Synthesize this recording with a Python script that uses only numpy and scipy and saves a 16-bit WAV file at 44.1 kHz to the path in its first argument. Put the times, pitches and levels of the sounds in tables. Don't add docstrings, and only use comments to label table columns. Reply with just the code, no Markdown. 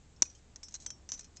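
import sys
import numpy as np
from scipy import signal
from scipy.fft import rfft, irfft
from scipy.io import wavfile
from scipy.ndimage import uniform_filter1d

SR = 44100
rng = np.random.default_rng(int(sys.argv[2]) if len(sys.argv) > 2 else 0)


def store_wav(level_fs):
    pcm = np.round(np.clip(np.atleast_2d(level_fs), -1, 1) * 32767)
    wavfile.write(sys.argv[1], SR, pcm.T.astype(np.int16))


N = 61739
SNAP_S = 0.22163


def undb(db):
    return 10 ** (np.asarray(db) / 20)


def level(x, rms_db):
    return x * undb(rms_db) / np.sqrt(np.mean(x ** 2))


def gains(points, size):
    f_hz, level_db = np.array(points, float).T
    bin_hz = np.arange(size // 2 + 1) * SR / size
    return undb(np.interp(np.log(bin_hz + 1), np.log(f_hz), level_db))


def colour(x, points, size=1024):
    cepstrum = irfft(np.log(gains(points, size)))
    cepstrum[1:size // 2] *= 2
    cepstrum[size // 2 + 1:] = 0
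    response = irfft(np.exp(rfft(cepstrum)))
    return signal.fftconvolve(x, response / np.abs(response).max())[:N]


def noise(points):
    return irfft(rfft(rng.standard_normal(N)) * gains(points, N), N)


def walk(rate_hz):
    hold = int(SR / rate_hz)
    steps = np.repeat(rng.standard_normal(N // hold + 1), hold)
    return uniform_filter1d(steps, hold)[:N]


def since(start_s):
    return np.maximum(np.arange(N) - int(start_s * SR), 0) / SR


def ring(start_s, modes, length=1):
    contact_s = 0.00024
    t = np.maximum(np.arange(N) / SR - start_s, 0)
    attack = 1 - np.exp(-np.minimum(t / contact_s, 10) ** 2)
    total = 0
    for f_hz, level_db, t60_s in modes:
        decay = np.exp(-np.minimum(np.log(1000) * t / (t60_s * length), 20))
        total = total + undb(level_db) * np.sin(2 * np.pi * f_hz * t) * decay
    return attack * total


def background():
    # f/Hz, level/dB
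    wind_spectrum = [(12, -33), (20, -0.5), (82, -7.5), (124, -9), (545, -22), (665, -24), (955, -26),
                     (1050, -27.5), (1500, -35.5), (1950, -57), (3300, -120)]
    # f/Hz, level/dB
    hiss_spectrum = [(1000, -10), (1600, -2.5), (3000, -5), (4600, -5.5), (5600, -6.5), (6500, -2.5),
                     (7650, -1), (8000, -8.5), (8700, -19.5)]
    wind_db, hum_db, hiss_db = -61, -65.5, -70
    gust_db, gust_rate_hz = 1.5, 6.5
    hum_hz, waver, waver_rate_hz = 71.7, 0.072, 21

    wind = noise(wind_spectrum) * undb(gust_db * walk(gust_rate_hz))
    drifting_hz = hum_hz * (1 + waver * walk(waver_rate_hz))
    hum = np.sin(2 * np.pi * np.cumsum(drifting_hz) / SR)
    return level(wind, wind_db) + level(hum, hum_db) + level(noise(hiss_spectrum), hiss_db)


def echo(x):
    echo_db, t60_s, delay_s = -24.5, 0.21, 0.01
    t = since(delay_s)
    tail = (t > 0) * rng.standard_normal(N) * np.exp(-np.log(1000) * t / t60_s)
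    tail = tail / np.sqrt(np.sum(tail ** 2))
    return undb(echo_db) * signal.fftconvolve(x, tail)[:N]


def slides():
    # start t/s, length/s, peak level/dB
    strokes = [(0.29, 0.059, -69), (0.343, 0.064, -68), (0.696, 0.094, -64.5), (0.79, 0.089, -60),
               (1.357, 0.03, -61.5)]
    # f/Hz, level/dB
    rub_spectrum = [(2000, -23), (4000, -10), (5400, -4.5), (6400, -1), (7200, -4.5), (8100, -11.5),
                    (8700, -27)]
    grain_db, grain_rate_hz = 4, 400

    swell = 0
    for start_s, length_s, peak_db in strokes:
        progress = np.minimum(since(start_s) / length_s, 1)
        swell = swell + undb(peak_db) * np.sin(np.pi * progress)
    rub = noise(rub_spectrum) * undb(grain_db * walk(grain_rate_hz))
    return swell * level(rub, 0)


def frame():
    # f/Hz, level/dB, t60/s
    frame_modes = [(5830, -51, .3), (5900, -55, .28)]
    return ring(SNAP_S, frame_modes)


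def gate():
    # f/Hz, level re snap/dB, t60/s
    gate_modes = [(317, -22.5, 0.061), (763, -21.5, 0.018), (1020, -24, .018), (2170, -27.5, .026),
                  (4100, -25.5, .03), (5000, -12, 0.0065), (5855, -11.5, .04), (5905, 1, 0.031),
                  (6150, 5, 0.011), (6530, -9, 0.017), (6874, -17.5, 0.045), (7470, -20, 0.058)]
    # f/Hz, level/dB
    chatter_spectrum = [(80, -13.5), (280, -1.5), (600, -6), (1500, -6.5), (3200, -5), (4300, -1.5),
                        (6300, 0), (7300, -1.5), (8000, -12), (8700, -17.5)]
    snap_db, rebound_s, rebound_db = -13.5, .00451, -13
    chatter_db, chatter_decay_s = -26.5, 0.0062
    seat_s, seat_damp_s = .0085, .002

    t = since(SNAP_S)
    rebound = undb(rebound_db) * ring(SNAP_S + rebound_s, gate_modes)
    blows = ring(SNAP_S, gate_modes) + rebound
    chatter = level(noise(chatter_spectrum), chatter_db) * (t > 0) * np.exp(-t / chatter_decay_s)
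    seated = np.exp(-since(SNAP_S + seat_s) / seat_damp_s)
    return (undb(snap_db) * blows + chatter) * seated


def contact(start_s, scatter_s):
    scatter_db = 10
    t = since(start_s)
    spray = (t > 0) * np.exp(-t / scatter_s) * rng.standard_normal(N)
    spray = spray / np.sqrt(np.sum(spray ** 2))
    pulse = np.arange(N) == int(start_s * SR)
    return undb(scatter_db) * spray + pulse


def favour(modes, favoured_hz, boost_db):
    nearest = np.argmin([abs(mode[0] - favoured_hz) for mode in modes])
    return [(f_hz, level_db + boost_db * (k == nearest), t60_s)
            for k, (f_hz, level_db, t60_s) in enumerate(modes)]


def clinks():
    gear_modes = { "loose": [(5235, -9.5, .2), (5510, -4, 0.09), (5935, -7.5, 0.19), (6220, -13, 0.059),
                  (6900, -31, .15), (8000, -15, 0.089)], "held": [(1520, -12, 0.032), (3200, -15.5, 0.098),
                  (5235, -36, .08), (5503, -10.5, 0.2), (5940, -12.5, 0.046), (6018, -2, 0.14),
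                  (6352, -17.5, .07), (8020, -18, 0.036)], "swung": [(5235, -24, 0.068), (5505, -12, 0.12),
                  (5940, -6.5, 0.041), (6020, 0, .13), (6352, -17, .06), (7150, -21, 0.036)],
                  "small": [(3980, -9, 0.065), (4230, -11.5, 0.059), (5200, -12, 0.062),
                  (5860, -25.5, 0.027), (6610, -1.5, 0.058), (6600, -12.5, 0.064), (7620, -11.5, 0.07),
                  (7300, -9.5, .05), (7900, -21, .06), (8450, -16, .04)], "buckle": [(2500, -8.5, .1),
                  (3135, -14.5, .1), (4244, -2, .07), (5110, -4, .1), (5410, -1.5, 0.13), (5790, -4, .1),
                  (6530, 3.5, .06), (7560, -1, .03), (8230, -5.5, 0.028)], }
    # t/s, tick level re tick_db/dB, scatter time constant/s, ring level/dB, t60 factor,
    # favoured mode f/Hz, its boost/dB, piece struck
    knocks = [ (0.1624, -50.5, .003, -66.5, 0.62, 5410, 6.5, "buckle"),
              (0.255, -35, .005, -57.5, 0.47, 2500, 12.5, "buckle"),
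              (0.2998, -40.5, 0.0058, -65.5, 0.81, 5790, 20, "buckle"),
              (0.3504, -44, .006, -66, 0.95, 3135, 17.5, "buckle"),
              (0.5598, -26.5, 0.0038, -42, .15, 6352, 8, "held"),
              (0.6312, -25.5, 0.009, -43.5, 1.42, 5510, 4, "loose"),
              (0.6840, -29, 0.005, -50, 0.54, 5235, 0, "loose"),
              (0.7100, -41, 0.0016, -58, 0.74, 6610, -2, "small"),
              (0.7238, -40, 0.00089, -52.5, 0.41, 6610, -1, "small"),
              (0.7413, -25.5, 0.0025, -42.5, 0.65, 6610, 12, "small"),
              (0.7438, -24.5, 0.0041, -52, .5, 6610, 3, "small"),
              (0.7523, -25, 0.0034, -49.5, 0.89, 4230, 15, "small"),
              (0.7603, -32, 0.0044, -48, 0.49, 3980, 6.5, "small"),
              (0.8014, -39, .01, -52, 1.3, 7900, 12, "small"),
              (0.8215, -36.5, 0.0049, -53.5, 1.4, 7900, 14, "small"),
              (0.8626, -17, 0.0038, -40.5, 1.1, 8020, 14, "held"),
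              (0.9039, -21.5, 0.003, -42, 0.93, 5503, 5.5, "held"),
              (1.0900, -22.5, 0.0098, -39, 0.56, 5940, 11, "swung"),
              (1.1192, -16, 0.0027, -41.5, 0.92, 6020, 5, "swung"),
              (1.1273, -30, 0.0033, -47, 0.77, 5505, 14, "swung"),
              (1.1324, -24, 0.018, -47.5, 0.77, 6020, 5.5, "swung"),
              (1.1391, -24, 0.0066, -44, 0.77, 6020, 5, "swung"),
              (1.1770, -34, 0.01, -60.5, 1.1, 3980, 7, "small"),
              (1.1928, -24.5, 0.0054, -39, 0.35, 7900, 16, "small"),
              (1.2084, -34, 0.0068, -57, 0.92, 5410, 2.5, "buckle"),
              (1.2316, -57, .003, -57.5, 0.93, 6018, 3.5, "held"),
              (1.2442, -36, 0.0074, -57.5, 0.87, 6530, 2, "buckle"),
              (1.3695, -31, .002, -56, 0.74, 5110, 9, "buckle"), ]
    # f/Hz, level/dB
    tick_spectrum = [(60, -28.5), (250, -13), (600, -19), (1300, -16), (2200, -14.5), (3300, -15.5),
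                     (4500, -11.5), (5300, -6.5), (6000, 5.5), (6700, -2), (7400, -3), (8000, -27),
                     (8700, -22)]
    tick_db = -14

    ticks = rings = 0
    for start_s, hit_db, scatter_s, ring_db, length, favoured_hz, boost_db, piece in knocks:
        ticks = ticks + undb(hit_db) * contact(start_s, scatter_s)
        modes = favour(gear_modes[piece], favoured_hz, boost_db)
        rings = rings + undb(ring_db) * ring(start_s, modes, length)
    return undb(tick_db) * colour(ticks, tick_spectrum) + rings


def scene():
    gear = gate() + frame() + clinks() + slides()
    return (gear + echo(gear) + background())[None]


def record(dry):
    top_hz, ripple_db, stop_db = 8550, .2, 70
    lowpass = signal.ellip(8, ripple_db, stop_db, top_hz, fs=SR, output="sos")
    return signal.sosfilt(lowpass, dry)


dry = scene()
out = record(dry)
store_wav(out)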